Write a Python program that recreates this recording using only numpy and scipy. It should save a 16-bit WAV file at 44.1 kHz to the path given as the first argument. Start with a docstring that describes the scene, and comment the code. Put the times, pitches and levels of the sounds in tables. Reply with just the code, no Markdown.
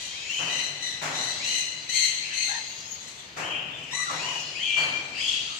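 """An echoing aviary: a cockatoo begs with nasal, quavering cries and its partner replies once.
Birds in other cages answer with rising squeals, a clear whistle and low yelps, among thin high notes.
Each voice is a gliding stack of overtones, shaken in pitch and level, with rasping air on top.
Noise that dies away gives the echoes and far bangs; wavering tones blur into a far flock over a low
noise of open air. A small stereo microphone hears it all."""
import sys
import numpy as np
from scipy import signal
from scipy.fft import rfft, irfft, next_fast_len
from scipy.io import wavfile

SR = 44100
rng = np.random.default_rng(int(sys.argv[2]) if len(sys.argv) > 2 else 0)


def log_audio(samples):
    """Write samples as a 16-bit WAV file to the path given in sys.argv[1]."""
    # one column per channel
    frames = np.atleast_2d(samples).T
    # limit to full scale, then quantise
    limited = np.clip(frames, -1, 1)
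    pcm = np.round(limited * 32767).astype(np.int16)
    wavfile.write(sys.argv[1], SR, pcm)


N = 246519
TIME = np.arange(N) / SR
PORT_GAP_M = 0.16  # between the two microphone ports


def from_db(db):
    """Decibels to gain."""
    return 10 ** (np.asarray(db) / 20)


def rms_one(x):
    """Scale to an rms of 1."""
    return x / np.sqrt(np.mean(x ** 2) + 1e-20)


def at_hz(points, hz):
    """Read a table on a log-frequency axis."""
    known_hz, values = np.transpose(points)
    return np.interp(np.log(np.maximum(hz, 1)), np.log(known_hz), values)


def bins(x):
    """Frequencies of the spectrum of x."""
    return np.fft.rfftfreq(x.shape[-1], 1 / SR)


def coloured(x, spectrum):
    """Give noise a spectrum; rms 1."""
    shaped = rfft(x) * from_db(at_hz(spectrum, bins(x)))
    return rms_one(irfft(shaped, x.shape[-1]))


def drift(rate_hz, size):
    """Smooth random wandering, spread 1: noise through two equal one-pole lowpasses."""
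    r = np.exp(-2 * np.pi * rate_hz / SR)
    noise = rng.standard_normal(size + SR // 10)  # the extra tenth of a second settles the filter
    return rms_one(signal.lfilter([1], [1, -2 * r, r * r], noise)[-size:])


def tone_phase(hz):
    """Running phase of a tone whose pitch moves."""
    return 2 * np.pi * np.cumsum(hz) / SR


def diffuse(size):
    """Noise from all directions at two ports: alike in the bass, unrelated in the treble."""
    white = rng.standard_normal((2, next_fast_len(size)))
    mid, side = rfft(white)
    speed_of_sound = 343  # m/s
    alike = .94 * np.sinc(2 * bins(white) * PORT_GAP_M / speed_of_sound)
    mid, side = np.sqrt(1 + alike) * mid, np.sqrt(1 - alike) * side
    return rms_one(irfft([mid + side, mid - side], white.shape[-1])[:, :size])


# How long the building rings. Each row: frequency in Hz, time to fall by 60 dB in seconds.
REVERB = [(100, 3.8), (300, 2.6), (1000, 1.1), (2500, 1.56), (4500, 0.14), (8000, 1.29), (15000, 0.31)]


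def dying_field(size):
    """Diffuse noise in which each octave dies at the pace of the building."""
    noise, t = diffuse(size), np.arange(size) / SR
    spectrum, centres, out = rfft(noise), np.geomspace(100, 12800, 8), 0
    for hz, share in zip(centres, np.eye(len(centres))):
        # each band peaks at its centre and crossfades into its neighbours
        band = irfft(spectrum * at_hz(np.c_[centres, share], bins(noise)), size)
        out = out + band * from_db(-60 * t / at_hz(REVERB, hz))
    return out


def aviary(x, direct_db, early_db, early_s, lag_ms=0):
    """Direct sound, a flurry of echoes from the nearest walls, and the long ring of the building."""
    t = TIME[:SR * 3 // 2]

    def unit(h):
        return rms_one(h) / np.sqrt(len(t))

    early = unit(diffuse(len(t)) * np.exp(-t / early_s) * (t > .003))
    late = unit(dying_field(len(t)) * (1 - np.exp(-t / 0.024)))
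    response = late + from_db(early_db) * early
    # the direct sound reaches the left port lag_ms after the right
    response[[0, 1], [round(abs(lag_ms) * SR / 1000), 0]] += from_db(direct_db)
    return signal.fftconvolve(x[None], unit(response), axes=1)[:, :N]


# Colour of the open air. Each row: frequency in Hz, relative density in dB per Hz.
AIR = [(20, -21), (40, -14), (65, -1), (90, -1), (130, 3), (200, -2.5), (400, -4.5), (800, -3), (1400, -5),
       (3000, 0), (7000, -39), (11000, -32), (15500, -27.5)]


def outdoors(air_db=-48):
    """Steady low noise of the open air."""
    return from_db(air_db) * coloured(diffuse(N), AIR)


# Swell and ebb of the far flock. Each row: time in seconds, level in dB before flock_db is added.
FLOCK = [(0.0, -46), (0.42, -50.5), (0.89, -55), (1.51, -46), (1.67, -53.5), (2.71, -50.5), (3.24, -61.5),
         (3.81, -67), (4.13, -49), (4.47, -50), (5.14, -55.5), (5.31, -45), (5.59, -48)]
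# Colour of the flock. Each row: frequency in Hz, relative density in dB per Hz.
FLOCK_COLOUR = [(1300, -5.5), (2200, 4), (3100, 6), (4200, 11), (5200, 2.5), (6800, 3), (8000, -5.5),
                (10000, -15.5), (15000, -51)]


def flock(count=16, spread=.05, quaver=.014, gate_db=7, hush_db=-3, flock_db=9.5):
    """Many far birds, each wavering in pitch and fading in and out, blur in echoes over a noise bed."""
    dry = 0
    for hz in np.geomspace(2700, 7400, count):
        pitch = hz * (1 + spread * drift(4, N) + quaver * drift(80.2, N))
        effort = from_db(gate_db * np.minimum(drift(3.3, N), 1))
        # sqrt(hz) because each bird fills a band as wide as its share of an octave
        weight = from_db(at_hz(FLOCK_COLOUR, hz)) * np.sqrt(hz)
        dry = dry + weight * effort * np.sin(tone_phase(pitch))
    din = rms_one(aviary(dry, direct_db=5, early_db=12.0, early_s=0.021))
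    din = din + from_db(hush_db) * coloured(diffuse(N), FLOCK_COLOUR)
    return from_db(np.interp(TIME, *np.transpose(FLOCK)) + flock_db) * din


# Far bangs. Each row: start in seconds, level in dB, brightness in dB per octave.
BANGS = [(0.385, -34.5, -2), (1.012, -29.5, -1), (3.362, -32, -2), (4.095, -33.5, -2), (4.762, -31.5, -1)]
# Colour of a bang before its brightness tilt. Each row: frequency in Hz, relative density in dB per Hz.
BANG_COLOUR = [(40, -48), (100, -15), (150, -2), (200, -13), (260, -3.5), (380, -6), (700, 5), (1300, 4.5),
               (2200, 5), (4000, -6), (7000, -0.5), (10000, -18), (15000, -19.5)]


def bangs(build_s=0.015, boom_hz=153, boom_db=-11, boom_s=0.062):
    """Far blows arrive as a wash of reverberation; a low resonance of the building swells just behind."""
    out = np.zeros((2, N + 2 * SR))
    t = TIME[:2 * SR]
    for start, level_db, bright_db in BANGS:
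        colour = [(hz, db + bright_db * np.log2(hz / 1000)) for hz, db in BANG_COLOUR]
        wash = coloured(dying_field(len(t)), colour)
        wash = wash / wash[:, :SR // 10].std()
        wash = wash * (1 - np.exp(-t / build_s)) * np.minimum(10 * (t[-1] - t), 1)
        boom_swell = (t / boom_s * np.exp(1 - t / boom_s)) ** 4  # peaks at boom_s
        boom_pitch = boom_hz * (1 + 0.051 * drift(6.0, len(t)))
        boom = boom_swell * np.sin(tone_phase(boom_pitch))
        at = round(start * SR)
        out[:, at:at + len(t)] += from_db(level_db) * (wash + from_db(boom_db) * boom)
    return out[:, :N]


# Air rasping through throat and beak. Each row: frequency in Hz, relative density in dB per Hz.
RASP = [(1200, -55), (2000, 8.5), (3000, -21), (4200, 9), (5200, -17), (6300, -1), (7600, 10), (9000, -6.5),
        (11500, -12), (15500, -26)]


def call(start, length, top_hz, level_db, rough, bright_db, tone, rise_s, scoop, sag,
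         quaver, trill_hz, jitter, flutter_db, rasp_db, swell):
    """The syrinx glides to a set pitch and sags; roughness shakes pitch and level and lets air rasp."""
    size = int(length * SR)
    t, rise_s = TIME[:size], min(rise_s, length - .005)
    pace, depth, tremor, unrest = [drift(trill_hz, SR)[:size] for _ in range(4)]
    # before falls 1 to 0 during the rise; after climbs 0 to 1 during the sag
    before = np.clip(1 - t / rise_s, 0, 1)
    after = np.clip((t - rise_s) / (length - rise_s), 0, 1)
    glide = 1 - scoop * before ** 2 - sag * after ** 2
    # an uneven trill dips the pitch from a firm ceiling
    trill = np.sin(tone_phase(trill_hz * (1 + .35 * pace)))
    dip = (1 + trill) * from_db(2.955 * depth) - 1
    pitch = top_hz * glide * (1 + rough * (jitter * tremor - quaver * dip))
    phase = tone_phase(pitch)
    partials = []
    for multiple, db in tone:
        gain = from_db(db + bright_db * np.log2(multiple))
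        if round(2 * multiple) % 2:
            gain = gain * rough  # the half multiples grow with roughness
        partials.append(gain * np.sin(multiple * phase))
    voice = rms_one(sum(partials))
    # air escapes in puffs, once a cycle
    air = coloured(rng.standard_normal(SR)[:size] * (1 + np.cos(phase)), RASP)
    sound = voice + from_db(rasp_db + bright_db) * rough * air
    pressure = np.abs(np.cos(np.pi / 2 * (before + after))) ** abs(swell)
    pressure = pressure * np.clip(glide, 0, 1) ** 1.94  # the voice is weaker below its top pitch
    flutter = rms_one(from_db(flutter_db * rough * unrest))
    # a second of margin at each end lets calls overlap the edges of the scene
    out, at = np.zeros(N + 2 * SR), SR + round(start * SR)
    out[at:at + size] = from_db(level_db) * pressure * flutter * sound
    return out[SR:SR + N]


# Overtones of thin notes and whistles. Each row: multiple of the pitch, level in dB before brightness.
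PURE_TONE = [(1, -9), (2, -35)]


def thin_note(start, length, top_hz, level_db, rise_share=0.417):
    """A thin, slightly falling high note, almost free of overtones."""
    return call(start, length, top_hz, level_db, rough=.6, bright_db=4.5, tone=PURE_TONE,
                rise_s=rise_share * length, scoop=-0.0098, sag=0.0407, quaver=0.048, trill_hz=94.0,
                jitter=0.0187, flutter_db=12.0, rasp_db=-23.5, swell=0.46)


# Overtones of a yelp. Each row: multiple of the pitch, level in dB before brightness.
YELP_TONE = [(1, -13.5), (2, -0.5), (3, -15), (4, -3)]
# above this pitch yelps lose overtones: brightness in dB per octave falls by so much for each octave
YELP_FULL_HZ, YELP_DULLING_DB_PER_OCTAVE = 755, -46


def yelp(start, length, top_hz, level_db, scoop, rise_share=0.597):
    """A low, sliding note; the higher it is, the purer."""
    bright_db = YELP_DULLING_DB_PER_OCTAVE * np.log2(top_hz / YELP_FULL_HZ)
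    return call(start, length, top_hz, level_db, rough=0.506, bright_db=bright_db, tone=YELP_TONE,
                rise_s=rise_share * length, scoop=scoop, sag=0.029, quaver=0.0867, trill_hz=55.03,
                jitter=0.0493, flutter_db=12.5, rasp_db=-37, swell=0.073)


# Overtones of a squeal. Each row: multiple of the pitch, level in dB before brightness and roughness.
SQUEAL_TONE = [(1, 4), (1.5, -37), (2, -11.5), (2.5, -42.5), (3, -30.5), (4, -39.5)]
# the second voice starts later and lower; its level in dB, relative to the first, is for full roughness
SECOND_LAG_S, SECOND_RATIO, SECOND_DB = .045, .865, -1


def squeal(start, length, top_hz, level_db, rough, bright_db):
    """A rising squeal in two voices, one from each side of the syrinx; roughness brings up the second."""
    second_db = level_db + SECOND_DB + 20 * np.log10(max(rough, .01))
    sides = [(start, length, top_hz, level_db),
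             (start + SECOND_LAG_S, length - SECOND_LAG_S, top_hz * SECOND_RATIO, second_db)]
    return sum(call(*side, rough, bright_db, tone=SQUEAL_TONE, rise_s=.105, scoop=.31, sag=0.0398,
                    quaver=0.0712, trill_hz=69.44, jitter=0.01635, flutter_db=5, rasp_db=-16,
                    swell=0.15) for side in sides)


# Squeals; the one at 1.851 s is the half overtone (1.5 times the pitch) of the begging cry at 1.886 s.
# Each row: start in seconds, length in seconds, top pitch of the glide in Hz, level in dB,
# roughness from 0 to 1, brightness in dB per octave.
SQUEALS = [ (-0.13, 0.54, 3196, -43.5, 0.24, -13), (0.109, 0.15, 2618, -41, 0.14, -13),
           (0.249, 0.37, 3014, -30.5, 0.49, 2.5), (1.394, .24, 2960, -31.5, .3, 4),
           (1.851, 0.26, 3060, -36.5, .85, 0), (2.202, 0.24, 2876, -36.5, 0.86, -0.5),
           (3.379, 0.26, 3077, -33, 0.68, -33), (3.67, 0.3, 2900, -43, 0.84, 0),
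           (4.169, 0.24, 2957, -31.5, .36, 4), (4.545, .29, 3184, -27.5, 0.56, -4.5),
           (5.13, .25, 3264, -28, 0.69, -0.5)]
# Thin high notes; those at 4.769 and 5.152 s are upper overtones of the squeals.
# Each row: start in seconds, length in seconds, pitch in Hz, level in dB.
THIN_NOTES = [ (0.261, 0.16, 6910, -43), (2.628, 0.25, 6580, -45), (2.838, .12, 6600, -39),
              (3.17, 0.049, 3520, -45), (3.701, 0.087, 3460, -43), (4.383, .055, 6600, -46),
              (4.538, 0.024, 5150, -40), (4.769, 0.096, 4403, -33), (5.152, 0.12, 4840, -36)]
# Each row: start in seconds, length in seconds, pitch reached in Hz, level in dB,
# scoop as a share of the pitch (positive slides up to it, negative slides down).
YELPS = [ (2.471, .105, 907, -36, .2), (3.924, .12, 1182, -39, 0.16), (4.057, 0.0776, 1230, -34, -0.24),
         (4.178, 0.183, 1007, -40, -.05), (5.461, 0.1, 1300, -49.5, -0.043)]


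def neighbours():
    """Squeals, thin high notes and yelps, mostly from birds in other cages, heard mostly by their echoes."""
    high = sum(squeal(*row) for row in SQUEALS) + sum(thin_note(*row) for row in THIN_NOTES)
    low = sum(yelp(*row) for row in YELPS)
    high_echoed = aviary(high, direct_db=-4.5, early_db=3.5, early_s=0.019)
    return high_echoed + aviary(low, direct_db=0, early_db=16.5, early_s=0.023)


# Each row: start in seconds, length in seconds, pitch in Hz, level in dB.
WHISTLES = [(4.651, 0.21, 2362, -25), (4.925, 0.105, 2368, -32.5)]


def whistler(rise_share=0.653):
    """One bird holds a clear, nearly level note that swells and breaks off."""
    dry = sum(call(start, length, hz, level_db, rough=0.073, bright_db=-2, tone=PURE_TONE,
                   rise_s=rise_share * length, scoop=-0.0179, sag=.005, quaver=.05, trill_hz=44.4,
                   jitter=0.056, flutter_db=7, rasp_db=-24, swell=0.69)
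              for start, length, hz, level_db in WHISTLES)
    return aviary(dry, direct_db=5.0, early_db=1.5, early_s=0.032)


# Begging cries. Each row: start in seconds, length in seconds, top pitch of the glide in Hz, level in dB,
# roughness from 0 to 1, brightness in dB per octave.
CRIES = [ (-0.02, 0.09, 1995, -40, 0.8, 5.5), (0.483, 0.193, 2034, -30, 0.75, -2.5),
         (0.796, 0.14, 1983, -31.5, 0.71, -2), (1.124, 0.2, 2014, -29.5, 0.7, 0),
         (1.429, .19, 2065, -27.5, 0.68, 0.5), (1.886, .21, 2094, -23, 0.76, 0),
         (2.329, .18, 2116, -27, 0.5, 1), (2.983, .26, 2030, -47.5, 0.89, 4.5)]
# Overtones of a cry. Each row: multiple of the pitch, level in dB before brightness and roughness;
# the halves come from alternate strong and weak cycles.
CRY_TONE = [(1, -8.5), (1.5, -9), (2, 1.5), (2.5, -15), (3, -3.5), (3.5, -23.5), (4, -21), (5, -29),
            (6, -45), (7, -36)]
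# The reply. Each row: start in seconds, length in seconds, top pitch of the glide in Hz, level in dB,
# roughness from 0 to 1.
REPLY = [(3.905, .145, 2010, -29.4, .37)]
# Overtones of the reply. Each row: multiple of the pitch, level in dB before brightness and roughness.
REPLY_TONE = [(1, 2.5), (1.5, -13), (2, 2.5), (3, -1.5), (3.5, -1.5), (4, -8), (5, -17.5)]


def cockatoos():
    """The pair on the perch, heard almost wholly through echoes: one begs, one replies, hollower."""
    cries = sum(call(*row, tone=CRY_TONE, rise_s=0.0642, scoop=0.0352, sag=0.0184, quaver=0.0524,
                     trill_hz=116.26, jitter=0.01674, flutter_db=5.5, rasp_db=-7.5, swell=0.26)
                for row in CRIES)
    reply = sum(call(*row, bright_db=1.5, tone=REPLY_TONE, rise_s=.045, scoop=.137, sag=0.0456,
                     quaver=.046, trill_hz=102.2, jitter=0.02, flutter_db=6.5, rasp_db=-9.0, swell=0.21)
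                for row in REPLY)
    return aviary(cries + reply, direct_db=-12.5, early_db=2.5, early_s=0.019, lag_ms=.36)


def scene(left_db=1.5):
    """All that reaches the microphone; the single birds are raised on the left and lowered on the right."""
    birds = (cockatoos() + neighbours() + whistler()) * from_db([[left_db], [-left_db]])
    return birds + bangs() + flock() + outdoors()


# Balance of the two ports. Each row: frequency in Hz, left minus right in dB.
LEFT_LEAD = [(60, 1), (92, -0.5), (140, 1.5), (210, 0.5), (330, 2.5), (500, 0), (770, 3), (1170, 2.5),
             (1790, 6.5), (2740, 4), (4190, 1.5), (6410, 7), (9810, 6.5), (15000, -1.5)]
CUTOFF_HZ = 15600


def record(dry):
    """The left port hears more treble than the right; a steep lowpass cuts the top."""
    padded = np.pad(dry, ((0, 0), (0, next_fast_len(N + SR // 10) - N)))
    ports = from_db(at_hz(LEFT_LEAD, bins(padded)) * np.array([[.5], [-.5]]))
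    heard = irfft(rfft(padded) * ports, padded.shape[-1])[:, :N]
    lowpass = signal.ellip(12, .1, 80, CUTOFF_HZ, fs=SR, output="sos")
    return signal.sosfilt(lowpass, heard)


dry = scene()
out = record(dry)
log_audio(out)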